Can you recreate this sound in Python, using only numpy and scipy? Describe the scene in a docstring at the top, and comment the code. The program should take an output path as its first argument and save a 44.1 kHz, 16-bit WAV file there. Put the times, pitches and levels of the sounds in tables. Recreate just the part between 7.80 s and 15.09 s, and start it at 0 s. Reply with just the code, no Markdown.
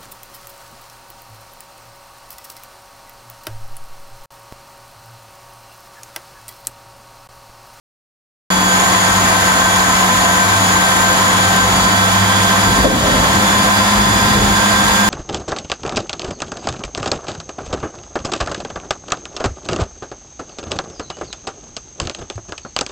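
"""A lift drive in a steel frame turns an alternator through a gearbox and a belt, close to a phone.
The sound cuts in at 0.7 s: the alternator's fan roars and sings, the drive hums, gear teeth and rotor
poles whine, and a rough gear squeal flutters with each turn of the pulley shaft. From 3.5 s the frame
shudders in spells while the machine speeds up a little. Near 5 s the frame jolts, which makes the phone
turn its gain down; the gain recovers and the machine runs on."""
import sys
import numpy as np
from scipy import signal
from scipy.fft import rfft, irfft
from scipy.io import wavfile
from scipy.ndimage import uniform_filter1d

SR = 44100
rng = np.random.default_rng(int(sys.argv[2]) if len(sys.argv) > 2 else 0)


def materialize(psi):
    """Save the field psi as 16-bit PCM at rate SR to the path in sys.argv[1].

    A 1-D psi becomes a single channel; in a 2-D psi each row is a channel.
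    """
    bounded = np.clip(np.atleast_2d(psi).T, -1, 1)
    quanta = np.round(bounded * 32767).astype(np.int16)
    wavfile.write(sys.argv[1], SR, quanta)


N = 321489
TIME = np.arange(N) / SR
FREQ = np.fft.rfftfreq(N, 1 / SR) + 1e-6

# An order is a multiple of the alternator's speed. Pan is left minus right; lead is left ahead of right.
# The alternator's speed. Each row: time in seconds, turns per second.
SPEED = [(.7, 130.2), (1.2, 130), (1.75, 129.1), (2.2, 129.6), (2.8, 129.6), (5, 131.3), (5.35, 130.3),
         (5.65, 132), (6.2, 132.8), (6.7, 132.4), (7.29, 132.6)]
BELT_WANDER, BELT_CHANGES_PER_S = .0013, 14  # the wander is a share of the speed

# Base spectra of the fan's roar and hiss. Each row: frequency in Hz, density in dB per Hz.
ROAR_SPECTRUM = [(20, -88), (70, -51.5), (130, -55), (250, -50), (420, -54), (700, -54), (1300, -49),
                 (1900, -49.5), (2500, -57.5), (4000, -66.5), (16000, -100)]
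HISS_SPECTRUM = [(500, -82), (2000, -62.5), (3500, -56.5), (4400, -59), (5300, -59.5), (5900, -62),
                 (7200, -61), (8200, -65.5), (10300, -67), (12000, -71), (15800, -74.5)]
# Resonances of housing and frame. Each row: frequency in Hz, width in Hz, boost in dB.
HOUSING_MODES = [(513, 10, 7.5), (693, 120, 9.5), (866, 103, 4.5), (1028.5, 82, 12.5), (1105, 37, 4.5),
                 (1270, 80, 2), (1826, 79, 2.5)]
# Slow changes of level. Each row: time in seconds, gain of the roar in dB, of hiss and gear squeal in dB.
AIR_GAINS = [(.8, -3, -3.5), (1.05, 1, 1), (1.7, 0.3, 0.15), (3.8, -0.5, 0), (4.4, -1.1, -0.8),
             (5.7, 0.3, 1.2), (6.4, -1.7, -0.3), (7.29, -0.3, 0.7)]
# Balance of the air noise. Each row: frequency in Hz, pan in dB.
AIR_PAN = [(100, 0), (330, 2.5), (520, -1.5), (700, -5), (950, 1.9), (1250, 3), (1650, -1), (2050, 4.5),
           (2600, -2), (4000, -3), (7000, -1), (15000, -.5)]
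# Likeness of noise at the two microphone ports. Each row: frequency in Hz, coherence from 0 to 1.
COHERENCE = [(70, 1), (180, 0.78), (300, 1), (440, 0.41), (700, 0.95), (950, 0.25), (2000, 0.077),
             (5000, 0.13), (9000, 0.031)]

# Whines of the gear mesh (first row) and the poles. Each row: order, loudest speed in turns per second.
WHINE_ORDERS = [(26.13, 131.6), (12, 130.8), (24, 130.8), (30, 130.8), (36, 132.6)]
# The same whines. Each row: level at that speed in dB, half width in turns per second, waver in dB,
# pan in dB, share of the sway, lead in radians, added lead in radians per dB of sway.
WHINE_VOICES = [(-26.6, 4, 1.8, 0, .1, 2.4, .05), (-20.7, 8, 2.4, 0, .9, -2.35, 0),
                (-29.8, 1.8, 1.5, 2, .3, 2.35, .05), (-39, 1.5, 2, -1, .1, 1, 0),
                (-31, 4.4, 2.5, -5.5, .1, -.85, -.1)]
# Sway of the whines as the phone drifts through standing waves. 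Each row: time in seconds, pan in dB.
SWAY = [(.7, -0.5), (1.4, 9.5), (2.7, 7), (3.7, 4), (4.5, -10.5), (5.3, 0.5), (6.7, -9), (7.29, -15)]

# Gear mesh harmonics from the second up. Each row: base level of the tone in dB, of the rasp in dB,
# width of the rasp's resonance in Hz, pan in dB, lead in radians.
MESH_HARMONICS = [(-27.5, -25.5, 770, -1.5, -1.5), (-38, -31.5, 1200, -2.5, -1.1),
                  (-60, -36, 1700, 0, -2.5)]
# Course of the gear squeal. Each row: time in seconds, gain in dB.
SQUEAL_GAIN = [(.7, 3.5), (1.5, 1), (2.5, 2), (3.3, 0.5), (4.2, -1), (4.9, -1.5), (5.6, -3.5), (6.5, -3),
               (7.29, -1.5)]
PULLEY_ORDER, SHAFT_ORDER, MESH_ORDER, RASP_SPACING_HZ = .1925, .77, 26.13, 3435

# The shaft's hum. Each row: time in seconds, level in dB.
SHAFT_HUM = [(.7, -31.5), (1.15, -30), (1.4, -23.5), (1.75, -31.5), (2.45, -33), (2.75, -24), (3.1, -32),
             (3.6, -26.5), (4.6, -23.5), (4.85, -22.5), (5.2, -32), (5.55, -26.5), (7.29, -29.5)]
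# Two drones. Each row: order, speed in turns per second at which it meets a resonance of the frame.
DRONE_ORDERS = [(1.434, 130.3), (1.54, 132.6)]
# The same drones. Each row: level at resonance in dB, half width in turns per second, waver in dB,
# pan in dB, lead in radians.
DRONE_VOICES = [(-22.5, 2.2, 1.2, 1, -0.37), (-20.5, 1.2, 1.5, 2.5, -0.07)]
# Weaker tones of drive and fan. Each entry: an order.
WEAK_ORDERS = [.385, .52, 2.32, 3.88, 3.94, 6, 6.91, 7.74, 7.88, 10.19, 18, 25.93]
# The same tones. Each row: level in dB, pan in dB, lead in radians.
WEAK_VOICES = [(-52, -3, -3.5), (-45, 5, -1), (-35, 1.5, -1.1), (-41.5, -14, 2), (-36, -1, 0),
               (-33, 1, -0.2), (-29, 1, 0.6), (-29.5, -7, 1), (-36, 2, 0.75), (-33, -3, -0.5),
               (-32.5, 1, 4), (-37, -5.5, 2.5)]

# Jolts of the frame. Each row: start in seconds, level in dB, decay time in seconds.
JOLTS = [(4.78, -23, 0.088), (5.032, -4.5, 0.11), (5.23, -17, 0.35), (5.73, -25, 0.035)]
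# Modes that the jolts excite. Each row: frequency in Hz, width in Hz, relative level in dB.
FRAME_MODES = [(110, 24, 1.5), (162, 30, 1), (237, 32, 4.5), (292, 30, -2.5), (410, 41, -4.5),
               (523, 29, 4.5), (582, 26, 1)]
# Spells of shuddering. Each row: start in seconds, length in seconds, level in dB.
SHUDDERS = [(3.498, 0.57, -29.5), (4.82, 0.22, -21), (5.038, 0.54, -20), (5.698, 0.16, -25.5),
            (6.145, 0.54, -20), (6.9, 0.49, -27)]
# Spectrum of rumble and shudders. Each row: frequency in Hz, relative level in dB.
RUMBLE_SPECTRUM = [(20, -38), (35, -18), (46, 0.5), (54, 2), (64, -3.5), (85, -8), (130, -6), (250, -10),
                   (500, -13), (2000, -68)]
JOLT_ATTACK_S, SHUDDER_ATTACK_S, SHUDDER_RELEASE_S = .02, .04, .081
RUMBLE_DB, RUMBLE_WAVER_DB = -32.5, 1.7

START_S, PORT_LAG_S, TOP_HZ = .703, .00023, 15850
CEILING_DB, REACTION_S, RECOVERY_DB_PER_S = -11.5, .023, 19


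def fan_air(roar_gain_db):
    """Turbulence is broadband: it excites the housing's resonances and hisses through the cooling slots."""
    pan = balance(shape(AIR_PAN))
    housing_db = sum(db * abs(resonance(hz, width)) ** 2 for hz, width, db in HOUSING_MODES)
    roar = noise(pan * undb(shape(ROAR_SPECTRUM) + housing_db)) * undb(roar_gain_db + .5 * walk(40))
    hiss = noise(pan * undb(shape(HISS_SPECTRUM))) * undb(.5 * walk(60))
    return roar, hiss


def whines(turns, speed):
    """Periodic forces of teeth and poles radiate tones; standing waves set their balance and phase."""
    sway_db, = curves(SWAY)
    out = 0
    for (order, loudest_at), voice in zip(WHINE_ORDERS, WHINE_VOICES):
        db, half_width, waver_db, pan_db, share, lead, twist = voice
        whine = tone(order * turns, pan_db + share * sway_db, lead + twist * sway_db, waver_db, .17)
        out += undb(db) * swell(speed, loudest_at, half_width) * whine
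    return out


def gear_squeal(turns):
    """Phase modulation: uneven tooth timing smears the mesh harmonics, which throb each pulley turn."""
    pulley_angle = 2 * np.pi * PULLEY_ORDER * turns
    mesh_cycles = MESH_ORDER * turns + .048 * np.sin(pulley_angle) + .033 * walk(70)
    throb_db = 1.2 * np.sin(pulley_angle) + .76 * np.sin(2 * pulley_angle) + .65 * np.sin(4 * pulley_angle)
    squeal_db, = curves(SQUEAL_GAIN)
    out = 0
    for harmonic, (tone_db, rasp_db, width, pan_db, lead) in enumerate(MESH_HARMONICS, 2):
        cycles = harmonic * (mesh_cycles + .038 * walk(700))
        teeth = tone(cycles, pan_db, lead, waver_db=-.5, scatter=.56)
        rasp_band = abs(resonance(harmonic * RASP_SPACING_HZ, width)) ** 2
        rasp = unit(noise(rasp_band)) * balance(pan_db)
        out += undb(tone_db + squeal_db) * teeth + undb(rasp_db + .57 * squeal_db) * rasp
    return out * undb(throb_db)


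def hums(turns, speed):
    """Forced vibration: drive and fan-blade tones follow the shafts, and two drones swell at resonance."""
    shaft_db, = curves(SHAFT_HUM)
    out = undb(shaft_db) * tone(SHAFT_ORDER * turns, pan_db=0, lead=.08, waver_db=2.14, scatter=.15)
    for (order, loudest_at), (db, half_width, waver_db, pan_db, lead) in zip(DRONE_ORDERS, DRONE_VOICES):
        drone = tone(order * turns, pan_db, lead, waver_db, scatter=.11)
        out += undb(db) * swell(speed, loudest_at, half_width) * drone
    for order, (db, pan_db, lead) in zip(WEAK_ORDERS, WEAK_VOICES):
        out += undb(db) * tone(order * turns, pan_db, lead, waver_db=2, scatter=.2)
    return out


def frame_jolts():
    """Modal response: each jolt sets the steel frame's modes rattling, and the motion dies away."""
    shaking = sum(undb(db) * envelope(start, JOLT_ATTACK_S, 0, decay) for start, db, decay in JOLTS)
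    modes = sum(undb(db) * resonance(hz, width) for hz, width, db in FRAME_MODES)
    return shaking * unit(noise(modes / (1 + (FREQ / 900) ** 4)))  # rolls off above 900 Hz


def frame_rumble():
    """Random vibration: the frame's steady rumble and its shudders add in power."""
    shudder_power = sum((undb(db) * envelope(start, SHUDDER_ATTACK_S, length, SHUDDER_RELEASE_S)) ** 2
                        for start, length, db in SHUDDERS)
    strength = np.sqrt(undb(RUMBLE_DB) ** 2 + shudder_power)
    return unit(noise(undb(shape(RUMBLE_SPECTRUM)))) * strength * undb(RUMBLE_WAVER_DB * walk(12))


def tone(cycles, pan_db, lead, waver_db, scatter):
    """Interference: reflections shift a wavering tone's phase at each port by about scatter radians."""
    left = undb(pan_db) * np.sin(2 * np.pi * cycles + lead + scatter * walk(9))
    right = np.sin(2 * np.pi * cycles + scatter * walk(9))
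    return 2 * np.array([left, right]) / np.sqrt(1 + undb(2 * pan_db)) * undb(waver_db * walk(16))


def noise(spectrum):
    """Partial coherence: direct noise reaches the right port first; the room's part is uncorrelated."""
    direct, *room = rfft(rng.standard_normal((3, N))) * np.sqrt(SR / 2)
    coherence = np.clip(shape(COHERENCE), 0, 1)
    ports = np.array([direct * np.exp(-2j * np.pi * FREQ * PORT_LAG_S), direct])
    return irfft(spectrum * (np.sqrt(coherence) * ports + np.sqrt(1 - coherence) * np.array(room)), N)


def resonance(hz, width):
    """Frequency response of a damped oscillator, 1 at its centre."""
    return 1 / (1 + 1j * (FREQ ** 2 - hz ** 2) / (FREQ * width))


def swell(speed, loudest_at, half_width):
    """Resonance curve: the gain of a tone as the speed carries it through a peak."""
    return 1 / (1 + ((speed - loudest_at) / half_width) ** 2)


def envelope(start, attack, hold, decay):
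    """Linear rise, with exponential decay from hold seconds after the start."""
    return np.clip((TIME - start) / attack, 0, 1) * np.exp(-np.maximum(TIME - start - hold, 0) / decay)


def walk(rate):
    """Random modulation: ramps between rate new values a second, with a spread near 1."""
    step = max(int(SR / rate), 2)
    stairs = np.repeat(rng.standard_normal(N // step + 2), step)
    return 1.295 * uniform_filter1d(stairs, step)[step // 2:step // 2 + N]


def curves(table):
    """Linear interpolation in time of each column after the first."""
    seconds, *columns = np.transpose(table)
    return [np.interp(TIME, seconds, column) for column in columns]


def shape(points):
    """Interpolation of (Hz, value) points on a log-frequency axis."""
    hz, value = np.transpose(points)
    return np.interp(np.log(FREQ), np.log(hz), value)


def balance(pan_db):
    """A level difference split evenly into left and right gains."""
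    return undb(pan_db * np.array([[1], [-1]]) / 2)


def unit(x):
    """Normalisation to rms 1."""
    return x / np.sqrt(np.mean(x ** 2))


def undb(db):
    """Decibels to amplitude ratio."""
    return np.exp(np.asarray(db) * np.log(10) / 20)


def gain_control(x):
    """Limiting: the phone's gain falls by the running level's excess over a ceiling, then recovers."""
    memory = np.exp(-1 / (REACTION_S * SR))
    power = signal.lfilter([1 - memory], [1, -memory], np.mean(x ** 2, axis=0))
    excess_db = 10 * np.log10(np.maximum(power / undb(CEILING_DB) ** 2, 1))
    recovered_db = RECOVERY_DB_PER_S * TIME
    reduction_db = np.maximum.accumulate(excess_db + recovered_db) - recovered_db
    return x * undb(-reduction_db)


def scene():
    """Superposition of all sources; one speed, wandering slightly with the belt, drives every tone."""
    speed, = curves(SPEED)
    turns = np.cumsum(speed * (1 + BELT_WANDER * walk(BELT_CHANGES_PER_S))) / SR
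    roar_gain_db, treble_gain_db = curves(AIR_GAINS)
    roar, hiss = fan_air(roar_gain_db)
    tones = hums(turns, speed) + whines(turns, speed)
    treble = (gear_squeal(turns) + hiss) * undb(treble_gain_db)
    return roar + tones + treble + frame_rumble() + frame_jolts()


def record(dry):
    """Limiting, soft saturation and a low-pass filter in the phone; the sound cuts in abruptly."""
    held = gain_control(dry)
    rounded = held / (1 + held ** 8) ** (1 / 8)
    lowpass = signal.ellip(12, .1, 80, TOP_HZ, fs=SR, output="sos")
    return signal.sosfilt(lowpass, rounded * (TIME >= START_S))


dry = scene()
out = record(dry)
materialize(out)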